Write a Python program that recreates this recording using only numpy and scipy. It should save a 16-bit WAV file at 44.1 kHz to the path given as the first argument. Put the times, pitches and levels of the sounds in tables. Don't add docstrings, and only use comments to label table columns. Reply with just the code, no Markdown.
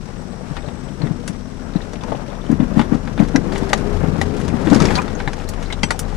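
import sys
import numpy as np
from scipy import signal
from scipy.fft import rfft, irfft
from scipy.io import wavfile
from scipy.ndimage import uniform_filter1d

SR = 44100
rng = np.random.default_rng(int(sys.argv[2]) if len(sys.argv) > 2 else 0)


def wav_record(signal):
    frames = np.transpose(np.atleast_2d(signal))
    bounded = np.clip(frames, -1, 1)
    quanta = np.round(bounded * 32767).astype(np.int16)
    wavfile.write(sys.argv[1], SR, quanta)


def gain_from_db(level_db):
    decades = np.asarray(level_db, float) / 20
    return 10 ** decades


N = 271656
T = np.arange(N) / SR
LAG_S = 0.00006
# [f/Hz, level per Hz/dB]
FINE = [(1500, 3.5), (3000, -0.5), (5000, -4), (8000, -9), (11000, -19.5), (12700, -27)]


def curve(table):
    s, *columns = np.transpose(table)
    return [np.interp(T, s, c) for c in columns]


def on_hz(points, size):
    hz, value = np.transpose(points)
    return np.interp(np.log(np.fft.rfftfreq(size, 1 / SR) + 1), np.log(hz), value)


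def colour(x, points):
    y = irfft(rfft(x) * gain_from_db(on_hz(points, N)), N)
    return y / np.std(y)


def resonance(x, hz, width):
    b, a = signal.iirpeak(hz, hz / width, SR)
    return signal.lfilter(b, a, signal.lfilter(b, a, x))


def walk(rate):
    k = int(SR / rate)
    steps = np.repeat(rng.standard_normal(N // k + 1), k)
    return 0.853 * uniform_filter1d(uniform_filter1d(steps, k), k)[:N]


def wavering_tone(hz):
    return np.sin(2 * np.pi * np.cumsum(hz) / SR)


def add(track, s, sound):
    i = max(int(s * SR), 0)
    track[..., i:i + sound.shape[-1]] += sound[..., :N - i]


def ports(near, other):
    # [f/Hz, level difference/dB]
    right_under = [(60, 17), (110, 17.5), (200, 23), (380, 16.5), (700, 14), (1290, 10), (2380, 7.5),
                   (4400, 4), (8120, 4), (15000, -1.5)]
    # [f/Hz, share]
    alike = [(30, 0.95), (130, 0.75), (300, 0.75), (700, 0.25), (1500, 0.055), (4000, 0.099), (7000, 0.058),
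             (15000, 0.11)]
    share = np.clip(on_hz(alike, N), 0, 1)
    early = np.exp(2j * np.pi * np.fft.rfftfreq(N, 1 / SR) * LAG_S)
    right = share * early * rfft(near) + np.sqrt(1 - share ** 2) * rfft(other)
    return np.array([near, irfft(right * gain_from_db(-on_hz(right_under, N)), N)])


def cab(x):
    t = T[:SR // 4]
    tail = rng.standard_normal(len(t)) * 1000 ** (-t / 0.053)
    return signal.fftconvolve(x, tail / np.linalg.norm(tail))[:N]


def air():
    # [f/Hz, level per Hz/dB]
    hiss_spectrum = [(12, -37), (20, 17.5), (124, 4), (178, -23), (310, -59), (571, -8), (1460, -1.5),
                     (2770, -41), (5530, -13.5), (10500, -25), (12700, -55), (13800, -101), (15000, -98)]
    # [f/Hz, width/Hz, level/dB]
    vent_band = (5480, 690, -65.5)
    # [f/Hz, width/Hz, level/dB, loudest at t/s, length/s]
    whines = [
        (8000, 40, -57, 0.99, 0.9),
        (5820, 160, -62, 1.8, 3.3),
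    ]
    out = gain_from_db(-43.5 + 1.0 * walk(6.2)) * colour(rng.standard_normal(N), hiss_spectrum)
    vent_hz, vent_width, vent_db = vent_band
    out = out + gain_from_db(vent_db + 24.5) * resonance(rng.standard_normal(N), vent_hz, vent_width)
    for hz, width, db, s, length in whines:
        fade_db = -9 * ((T - s) / length) ** 2
        level_db = db + 3 * walk(3.3) - 10 * np.log10(width / SR) + fade_db
        out = out + gain_from_db(level_db) * resonance(rng.standard_normal(N), hz, width)
    return out


def engine():
    # [t/s, firing rate f/Hz, level of the second multiple/dB]
    effort = [(0.0, 36.97, -42.5), (1.53, 39.6, -45.5), (1.7, 42.98, -36.5), (2.43, 39.87, -52),
              (2.49, 38.98, -30), (2.76, 37.58, -36), (3.3, 43.08, -38.5), (3.65, 38, -33),
              (3.84, 41.32, -38), (3.96, 41.08, -25.5), (4.46, 40.28, -29), (4.6, 38.23, -28.5),
              (4.91, 39.96, -32), (5.04, 42.28, -35), (5.44, 42.7, -36), (5.66, 40.3, -28),
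              (5.83, 38.03, -32.5), (6.0, 42.3, -31)]
    # [multiple of the firing rate, level over the idle hum/dB]
    multiples = [(1, -0.5), (2.5, -4.5), (3.5, 2), (4, -0.5), (4.5, -22), (5, 2.5), (6, -7), (6.5, -1),
                 (10, -6), (10.5, -19)]
    idle_db = -35.5
    hz, second_db = curve(effort)
    pull_db = 0.27 * (second_db - idle_db)
    turn = 2 * np.pi * np.cumsum(hz * (1 + 0.013 * walk(9))) / SR
    hum = gain_from_db(second_db + 6.5 + 3.6 * walk(13)) * np.sin(2 * turn)
    for multiple, db in multiples:
        level_db = idle_db + db + (multiple > 3) * pull_db + 2.6 * walk(8.0)
        hum = hum + gain_from_db(level_db) * np.sin(multiple * turn + 6 * rng.random())
    return hum


def boom():
    # [t/s, f/Hz, peak level/dB, length/s]
    heaves = [(0.08, 31, -41, 0.1), (0.66, 33.2, -39, .12), (1.75, 34.04, -37, 0.18),
              (2.7, 35.38, -29.5, 0.77), (3.28, 34.73, -23, 0.045), (3.6, 27.91, -33, 0.28),
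              (3.94, 28.4, -21.5, 0.12), (4.9, 30.45, -24, .2), (5.28, 28.05, -26, 0.056),
              (5.6, 31.4, -22.5, 0.24), (6.16, 35.88, -21, 0.16)]
    hz = curve(heaves)[0]
    swell = gain_from_db(-45.5)
    for s, _, db, length in heaves:
        swell = swell + gain_from_db(db) * np.exp(-np.abs(T - s) / (0.82 * length))
    return swell * gain_from_db(5.5 + 2.2 * walk(9)) * wavering_tone(hz * (1 + 0.047 * walk(4.59)))


def rumble(body_db):
    # [f/Hz, width/Hz, level/dB]
    panels = [(22, 11, 0.5), (58.3, 33.5, -2), (125.6, 49, -2), (175.7, 41.4, 3), (236.2, 33, 0),
              (279, 64, -5.5), (354, 16, -6.5), (417.5, 14, -8), (482, 28, -6.5)]
    # [t/s, level/dB]
    load = [(0, 0.5), (3.3, -1.5), (3.6, 3), (4.6, -0.5), (5.1, 4), (6.16, 7)]
    load_db = curve(load)[0]
    body = np.zeros(N)
    for hz, width, db in panels:
        level_db = db + (hz > 300) * load_db + 2.0 * walk(16)
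        body += gain_from_db(level_db) * resonance(rng.standard_normal(N), hz, 2.29 * width)
    return gain_from_db(body_db + 7.0) * body / np.std(body)


def rattle(points, rate, scatter_db, smear_s):
    size_db = scatter_db * np.minimum(rng.exponential(size=N), 4)
    hits = (rng.random(N) < rate / SR) * gain_from_db(size_db)
    puffs = signal.lfilter([1], [1, -np.exp(-1 / (smear_s * SR))], hits)
    return colour(puffs * rng.standard_normal(N), points)


def steady(jolt, chatter):
    # [t/s, shaking of the body level/dB, jiggling of loose parts level/dB]
    ride = [(0.0, -38, -41), (0.55, -37.5, -37), (1.17, -31.5, -40.5), (1.45, -36, -40.5), (1.9, -37, -37),
            (2.13, -30.5, -32), (2.35, -37.5, -36), (2.55, -27.5, -36), (2.8, -27.5, -32.5),
            (3.0, -31.5, -36.5), (3.4, -24, -33), (3.62, -27.5, -29), (4.0, -26, -29), (4.6, -24, -30.5),
            (4.84, -15.5, -23.5), (4.97, -22, -23), (5.06, -30, -31.5), (5.5, -37, -34.5)]
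    # [f/Hz, level per Hz/dB]
    trim_spectrum = [(300, 6), (600, 7.5), (1000, 2), (1700, -4.5), (2800, -17), (5000, -39.5)]
    body_db, jiggle_db = curve(ride)
    trim_level = gain_from_db(jiggle_db + 4) + gain_from_db(-15.5) * jolt
    trim = trim_level * rattle(trim_spectrum, rate=750, scatter_db=1.5, smear_s=0.011)
    fine_level = gain_from_db(np.maximum(jiggle_db - 8.5, -44)) + gain_from_db(-12.5) * chatter
    fine = fine_level * rattle(FINE, rate=900, scatter_db=-1.5, smear_s=0.0046)
    top_cut = signal.ellip(8, 0.5, 50, 12700, fs=SR, output="sos")
    return signal.sosfilt(top_cut, rumble(body_db) + trim + fine + air())


def groan():
    # [t/s, f/Hz, level/dB]
    twist = [(3.42, 405, -60), (3.53, 392, -28), (3.7, 392, -34), (3.9, 413, -29.5), (4.1, 424, -33.5),
             (4.2, 398, -39), (4.34, 425, -28), (4.48, 388, -36), (4.62, 392, -53)]
    hz, db = curve(twist)
    return gain_from_db(db + 7.5 + 2.1 * walk(25.14)) * wavering_tone(hz * (1 + 0.0126 * walk(29.93)))


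def rustle():
    # [t/s, half length/s, level/dB]
    slides = [(3.545, 0.028, -35), (4.818, 0.14, -33.5), (2.47, .06, -46), (2.8, .04, -41),
              (2.941, 0.023, -44.5), (3.23, 0.046, -40.5), (4.454, 0.089, -43), (4.972, .025, -32),
              (5.407, 0.072, -44), (5.672, 0.12, -45), (6.117, 0.059, -43)]
    swell = sum(gain_from_db(db) * np.exp(-((T - s) / half) ** 2) for s, half, db in slides)
    grains = rattle(FINE + [(13200, -80)], rate=400, scatter_db=3.0, smear_s=0.0056)
    return swell * gain_from_db(1.7 * walk(60)) * grains


def joints():
    # [t/s, level/dB, f/Hz, width/Hz]
    squeaks = [(1.016, -34, 4220, 300), (1.736, -43, 3800, 1300), (1.761, -36, 3900, 1000),
               (1.815, -37, 3700, 1500), (3.62, -42, 3600, 300), (5.151, -37, 6300, 600),
               (5.49, -36, 4450, 310), (5.701, -25, 2120, 313), (5.724, -24, 3670, 540),
               (5.723, -27.5, 3000, 370), (2.351, -44, 3470, 300), (2.415, -44.5, 3470, 300),
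               (2.461, -41, 3040, 560), (2.3, -41, 3470, 300), (2.605, -42, 3600, 500),
               (2.841, -42, 3470, 300), (4.953, -19, 4150, 1600), (4.853, -28, 5400, 700),
               (4.748, -28, 5300, 1100), (5.038, -30, 1290, 250), (4.5, -36, 2300, 630),
               (5.19, -36, 2940, 500), (5.19, -43, 4600, 880), (4.7, -40, 4300, 600),
               (5.398, -37.5, 2600, 1400), (5.477, -40, 4200, 500), (5.535, -38.5, 2900, 700),
               (5.626, -44, 3820, 400), (5.658, -39, 3900, 1400), (6.05, -48, 3900, 290),
               (2.009, -38, 3150, 1500), (2.15, -39, 3000, 1500), (1.955, -37, 2600, 1700),
               (1.745, -38, 1420, 200), (1.69, -37, 1430, 200), (0.62, -46, 3600, 300),
               (0.66, -40, 4000, 500), (0.77, -46, 3600, 400), (0.886, -44.5, 2900, 980),
               (1.045, -39, 2000, 900), (2.6, -32, 1800, 1500), (4.786, -24, 1240, 440),
               (4.885, -28, 2050, 1200), (4.985, -22, 2360, 340), (5.833, -17, 2080, 700),
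               (3.06, -36, 1250, 300), (3.19, -30, 2100, 1200), (3.22, -32, 1300, 900),
               (2.8, -27, 1300, 1000), (0.055, -46, 5000, 3000), (0.47, -46, 2300, 1500),
               (0.582, -34, 2000, 900)]
    out, t = np.zeros(N), T[:SR // 12]
    fade = np.minimum(t / 0.002, 1) * 1000 ** (-t / 0.038)
    for s, db, hz, width in squeaks:
        ring = resonance(rng.standard_normal(len(t)), hz, width)
        add(out, s, gain_from_db(db + 7) * ring / np.std(ring) * fade)
    return out


def case():
    # [t/s, level/dB, modes [f/Hz, level/dB, time to fall 60 dB/s]]
    strikes = [
        (3.3594, -18.5, [(1630, 0, 0.037), (1995, -0.5, 0.042), (2611, -19, 0.08), (3343, -21, 0.088), (3970, -4, 0.022), (5335, -5, 0.035), (5870, 1, 0.022)]),
        (3.7316, -16, [(1184, -1, 0.053), (1670, -7, 0.061), (1965, 2, 0.032), (2540, -5, 0.061), (2860, -12, 0.055), (3332, -5, 0.024), (3790, -5, 0.036), (4899, -21, 0.062)]),
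        (4.2135, -18, [(1168, -12, 0.078), (1685, -23, 0.16), (1976, 2, 0.032), (2347, -7, 0.037), (2620, -16, 0.065), (3900, -8, 0.046), (4950, -16, 0.037)]),
        (5.2014, -28.5, [(1544, 0, 0.059), (2500, -6, 0.066), (3020, -10, 0.094), (3930, -19, 0.33)]),
        (5.2757, -19, [(1740, -0.5, 0.029), (2097, -0.5, 0.033), (3930, -6, 0.032), (5028, -29, 5.0), (5922, -33, 5.0)]),
        (5.8324, -15.5, [(2379, -10, 0.06), (2731, -4, 0.09), (3186, 2, 0.043), (4479, -10, 0.09), (4850, -6, 0.032), (5300, -22, 0.15)]),
        (5.906, -15.5, [(1432, -4, 0.045), (1556, -14, 0.1), (1964, -1, 0.046), (2379, -13, 0.06), (3854, -20, 0.077), (4183, -14, 0.055), (4500, -13, 0.056)]),
        (0.567, -31.5, [(1200, -7, 5.0), (1860, -3, 0.38), (2218, -10, 0.23), (2540, -1, 0.067), (3085, -12, 0.35), (4240, -16, 0.59)]),
    ]
    out, t = np.zeros(N), T[:SR // 10]
    for s, db, modes in strikes:
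        ring = np.zeros(len(t))
        for hz, mode_db, t60 in modes:
            tone = np.sin(2 * np.pi * hz * t + 2 * np.pi * rng.random())
            ring += gain_from_db(mode_db) * tone * 1000 ** (-t / np.clip(t60, 0.015, 0.042))
        add(out, s, gain_from_db(db) * ring * np.minimum(t / 0.00092, 1))
    return out


def clicks():
    # [t/s, peak level/dB, left minus right/dB]
    soft = [(0.567, -27.5, 15), (0.685, -38, 18), (1.017, -35, 12), (1.07, -35, 14), (1.8055, -40, 14),
            (2.0827, -35.5, 9), (2.1199, -37, 18), (2.794, -19.5, 9.5), (2.8143, -24, 7),
            (3.0739, -30.5, 10), (3.1775, -28, 6), (3.5225, -25.5, 9), (3.5583, -24, 10), (4.6716, -24, 6),
            (4.7604, -33, 2), (4.9054, -20.5, 7), (5.0788, -27, 7), (5.2015, -24, -1), (5.2757, -22, 7),
            (5.7017, -28.5, -1)]
    hard = [(1.7348, -41, 6), (1.7615, -39, 6), (1.933, -31.5, 6), (2.035, -30, 7), (2.9282, -42, 14),
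            (3.0529, -37, 3.5), (3.1994, -27.5, 1), (3.3592, -16, 1), (3.7316, -9.5, 7.5), (4.7003, -23, 6),
            (4.7307, -21, 12), (4.802, -18, 11), (4.82, -19, 11), (4.853, -14.5, 3), (4.9537, -19, 4),
            (5.1506, -38, 1), (5.252, -47, -4), (5.3324, -25, 3), (5.7254, -23, 6), (5.8321, -14, 13)]
    crisp = [(3.2845, -30, -2), (3.692, -26, 4), (3.7755, -26, 6), (4.2134, -18.5, 8), (4.367, -31, 4),
             (4.4132, -33, 19), (4.4493, -36, 8), (4.4795, -26, 10.5), (4.7457, -16.5, -5.5),
             (5.0182, -26, 0), (5.5367, -32.5, -2), (5.6259, -30.5, -3), (5.906, -13, 6.5)]
    glassy = [
        (1.2772, -25.5, 8.3),
        (2.5148, -36.5, 2.8),
        (3.5791, -29.5, 1),
        (4.3993, -37, 5.3),
    ]
    keys = [
        (5.4886, -30.5, 0),
        (5.9918, -23, 2.2),
    ]
    # [hits, body level/dB, brightness/dB, top level/dB, time to fall 60 dB/s]
    kinds = [(soft, 0, -23.5, -26, 0.14), (hard, -1.9, -10.5, -19, 0.056), (crisp, -2.6, -12.5, -16.5, 0.094),
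             (glassy, -1.4, -5, -8, 0.1), (keys, -3.1, 0, 0.75, 0.085)]
    # [f/Hz, level/dB, decay scale/s; each mode falls 60 dB in 2.2 times
    tin_modes = [(4490, -14, 0.06), (5932, 0, 0.072), (7973, -4, 0.09), (9577, -10, 0.048)]
    # [t/s, level/dB]
    tin_strikes = [
        (5.838, -30),
        (5.912, -35),
        (5.995, -40),
    ]
    out, t = np.zeros((2, N)), T[:4096]
    crack = np.exp(-t / 0.0038) + 0.5 * np.exp(-((t - 0.008) / 0.00042) ** 2)
    onset = np.minimum(t / 0.0004, 1)
    for hits, body_db, bright_db, top_db, t60 in kinds:
        tilt_db = top_db - bright_db
        shape_db = on_hz([(900, 2 * body_db + 1.5), (2200, body_db - 4.5), (3800, body_db / 2 - 10.5),
                          (6000, bright_db), (10000, top_db - 4.0), (14000, top_db - 19.5 + 1.9 * tilt_db),
                          (15500, top_db - 17 + 2.2 * tilt_db), (16000, -90)], len(t))
        tail = 0.5 * 1000 ** (-t / np.clip(t60, 0.03, 0.13))
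        for s, db, pan_db in hits:
            noise = rng.standard_normal((4, len(t)))
            lumps_db = 7 * uniform_filter1d(noise[3], 25)[:len(shape_db)]
            pair = irfft(rfft(noise[0] + 0.5 * noise[1:3]) * gain_from_db(shape_db + lumps_db))
            level = gain_from_db(db + 7 + np.array([[pan_db], [-pan_db]]) / 2)
            add(out, s, level * pair * onset * (crack + tail))
    fade = np.minimum(t / 0.0026, 1) * np.hanning(2 * len(t))[len(t):]
    for s, db in tin_strikes:
        ring = np.zeros(len(t))
        for hz, mode_db, t60 in tin_modes:
            ring += gain_from_db(db + mode_db) * np.sin(2 * np.pi * hz * t) * 1000 ** (-t / (2.2 * t60))
        add(out, s, ring * fade)
    return out


def knocks():
    # [t/s, peak level/dB, f/Hz]
    hollow_knocks = [(0.332, -25, 610), (0.57, -22.5, 814), (0.643, -19.5, 550), (1.237, -22.5, 601),
                     (1.933, -21, 620), (2.036, -17.5, 890), (2.119, -3.5, 708), (2.145, -14, 700),
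                     (2.283, -18.5, 560), (2.711, -18, 557), (2.792, -13, 680), (2.921, -32, 630),
                     (3.176, -27, 596), (3.359, -17, 543), (3.523, -20, 677), (3.73, -6.5, 770),
                     (4.214, -11, 760), (4.535, -15, 800), (4.731, -10, 604), (4.802, -9.5, 1240),
                     (4.906, -14, 670), (4.964, -11, 957), (4.976, -8, 955), (4.988, -4.5, 1002),
                     (5.277, -17.5, 995), (5.379, -22.5, 850), (5.836, -14, 894), (5.908, -7, 900),
                     (5.945, -18.5, 734), (6.125, -18.5, 793),
                     (0.101, -29, 619), (0.193, -28, 565), (0.377, -32, 778), (0.409, -24, 606),
                  (0.478, -31, 614), (0.522, -38, 845), (0.715, -24, 700), (0.883, -30, 571),
                  (1.009, -24, 501), (1.038, -21, 506), (1.816, -30, 538), (1.912, -31, 678),
                  (2.01, -28, 724), (2.333, -30, 735), (2.448, -32, 1030), (4.659, -23, 650),
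                  (5.079, -22, 640), (5.132, -25, 511), (5.149, -28, 727), (5.398, -23, 824),
                  (5.476, -25, 600), (5.701, -22.5, 700), (6.078, -29, 721)]
    out, t = np.zeros(N), T[:SR // 6]
    contact = np.minimum(t / 0.0015, 1) * (1 + np.exp(-t / 0.004))
    fade = 1000 ** (-t / 0.06)
    mode_ratio = np.array([[1], [0.8], [1.2], [0.65], [1.5]])
    mode_level = np.array([0.91, 0.49, 0.41, 0.22, 0.22])
    for s, db, hz in hollow_knocks:
        detune, phase = rng.standard_normal((2, 5, 1))
        mode_hz = hz * mode_ratio * (1 + 0.033 * detune)
        ring = mode_level @ np.sin(2 * np.pi * mode_hz * t + phase)
        add(out, s, gain_from_db(db - 2.5) * ring * contact * fade)
    return out


def thuds():
    # [t/s, peak level/dB, f/Hz]
    suspension = [(0.507, -24.5, 154), (0.674, -27, 148), (1.002, -21, 155), (1.034, -14.5, 146),
                  (1.059, -19.5, 227), (1.106, -17, 159), (1.181, -25, 170), (1.294, -22.5, 180.7),
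                  (1.754, -11.5, 191.6), (2.711, -20, 214.6), (3.188, -20, 254), (3.515, -21, 203.6),
                  (3.621, -16, 233.6), (4.668, -14, 319), (4.031, -11.5, 164), (4.079, -15.5, 156.5),
                  (4.141, -22, 200), (4.183, -17.5, 191), (4.377, -25, 198), (4.537, -14, 244.3),
                  (4.713, -3, 210), (4.722, -6, 285), (4.756, -6.5, 230.5), (4.811, -8.5, 201),
                  (4.832, -11, 380), (4.852, -14, 271), (5.041, -22, 240.5), (5.27, -20.5, 143),
                  (5.834, -16.5, 221), (6.014, -27, 149)]
    # [t/s, peak level/dB, f/Hz, rebound level/dB]
    bottoming = [
        (2.497, -8.5, 232.5, 0.5),
        (2.598, -8, 226, -2.5),
        (2.768, -5.5, 217, -1.5),
        (2.918, -7.5, 223, -5),
        (3.197, -2.5, 207.4, -6),
        (3.349, -5.5, 264.4, -12),
    ]
    # [f/Hz, level/dB]
    answers = [(148, -7), (290, -7), (400, -17.5)]
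    push_s = 0.0037
    out, t = np.zeros(N), T[:SR // 8]
    swell = (t / (3 * push_s)) ** 3 * np.exp(3 - t / push_s)
    angle = 2 * np.pi * (t - 3 * push_s)
    blows = list(suspension)
    for s, db, hz, back_db in bottoming:
        blows.append((s, db, hz))
        blows.append((s + 0.027, db + back_db, hz * 1.062))
    for s, db, hz in blows:
        phase, *shifts = 2 * np.pi * rng.random(4)
        ring = np.sin(hz * angle + phase)
        for (answer_hz, answer_db), shift in zip(answers, shifts):
            ring = ring + gain_from_db(answer_db) * np.sin(answer_hz * angle + phase + shift / 4)
        add(out, s - 0.005, gain_from_db(db + 2.5) * swell * ring)
    return out


def scene():
    blows, ticks = thuds(), clicks()
    jolt = uniform_filter1d(np.abs(blows), SR // 40)
    span = int(0.064 * SR)
    bustle = uniform_filter1d(uniform_filter1d(np.abs(ticks[1]), span), span)
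    chatter = np.sqrt(bustle + 1e-9) / 10
    hits = blows + knocks() + joints()
    near = steady(jolt, chatter) + engine() + boom() + hits + gain_from_db(-8.5) * cab(hits)
    other = steady(jolt, chatter) + cab(hits)
    ticks = ticks + (case() + rustle()) * gain_from_db(np.array([[2.5], [-2.5]]))
    hz = np.fft.rfftfreq(N, 1 / SR)
    late = np.exp(-2j * np.pi * hz * LAG_S * np.exp(-hz / 2000))
    ticks = np.array([irfft(rfft(ticks[0]) * late, N), ticks[1]])
    tick_echo = np.array([cab(c) for c in ticks])
    return ports(near + groan(), other) + ticks + gain_from_db(-7.0) * tick_echo


def band_limit(x):
    return signal.sosfilt(signal.butter(12, 15750, fs=SR, output="sos"), x)


def record(dry):
    mix = np.clip(dry, -1, 1)
    return band_limit(mix)


dry = scene()
out = record(dry)
wav_record(out)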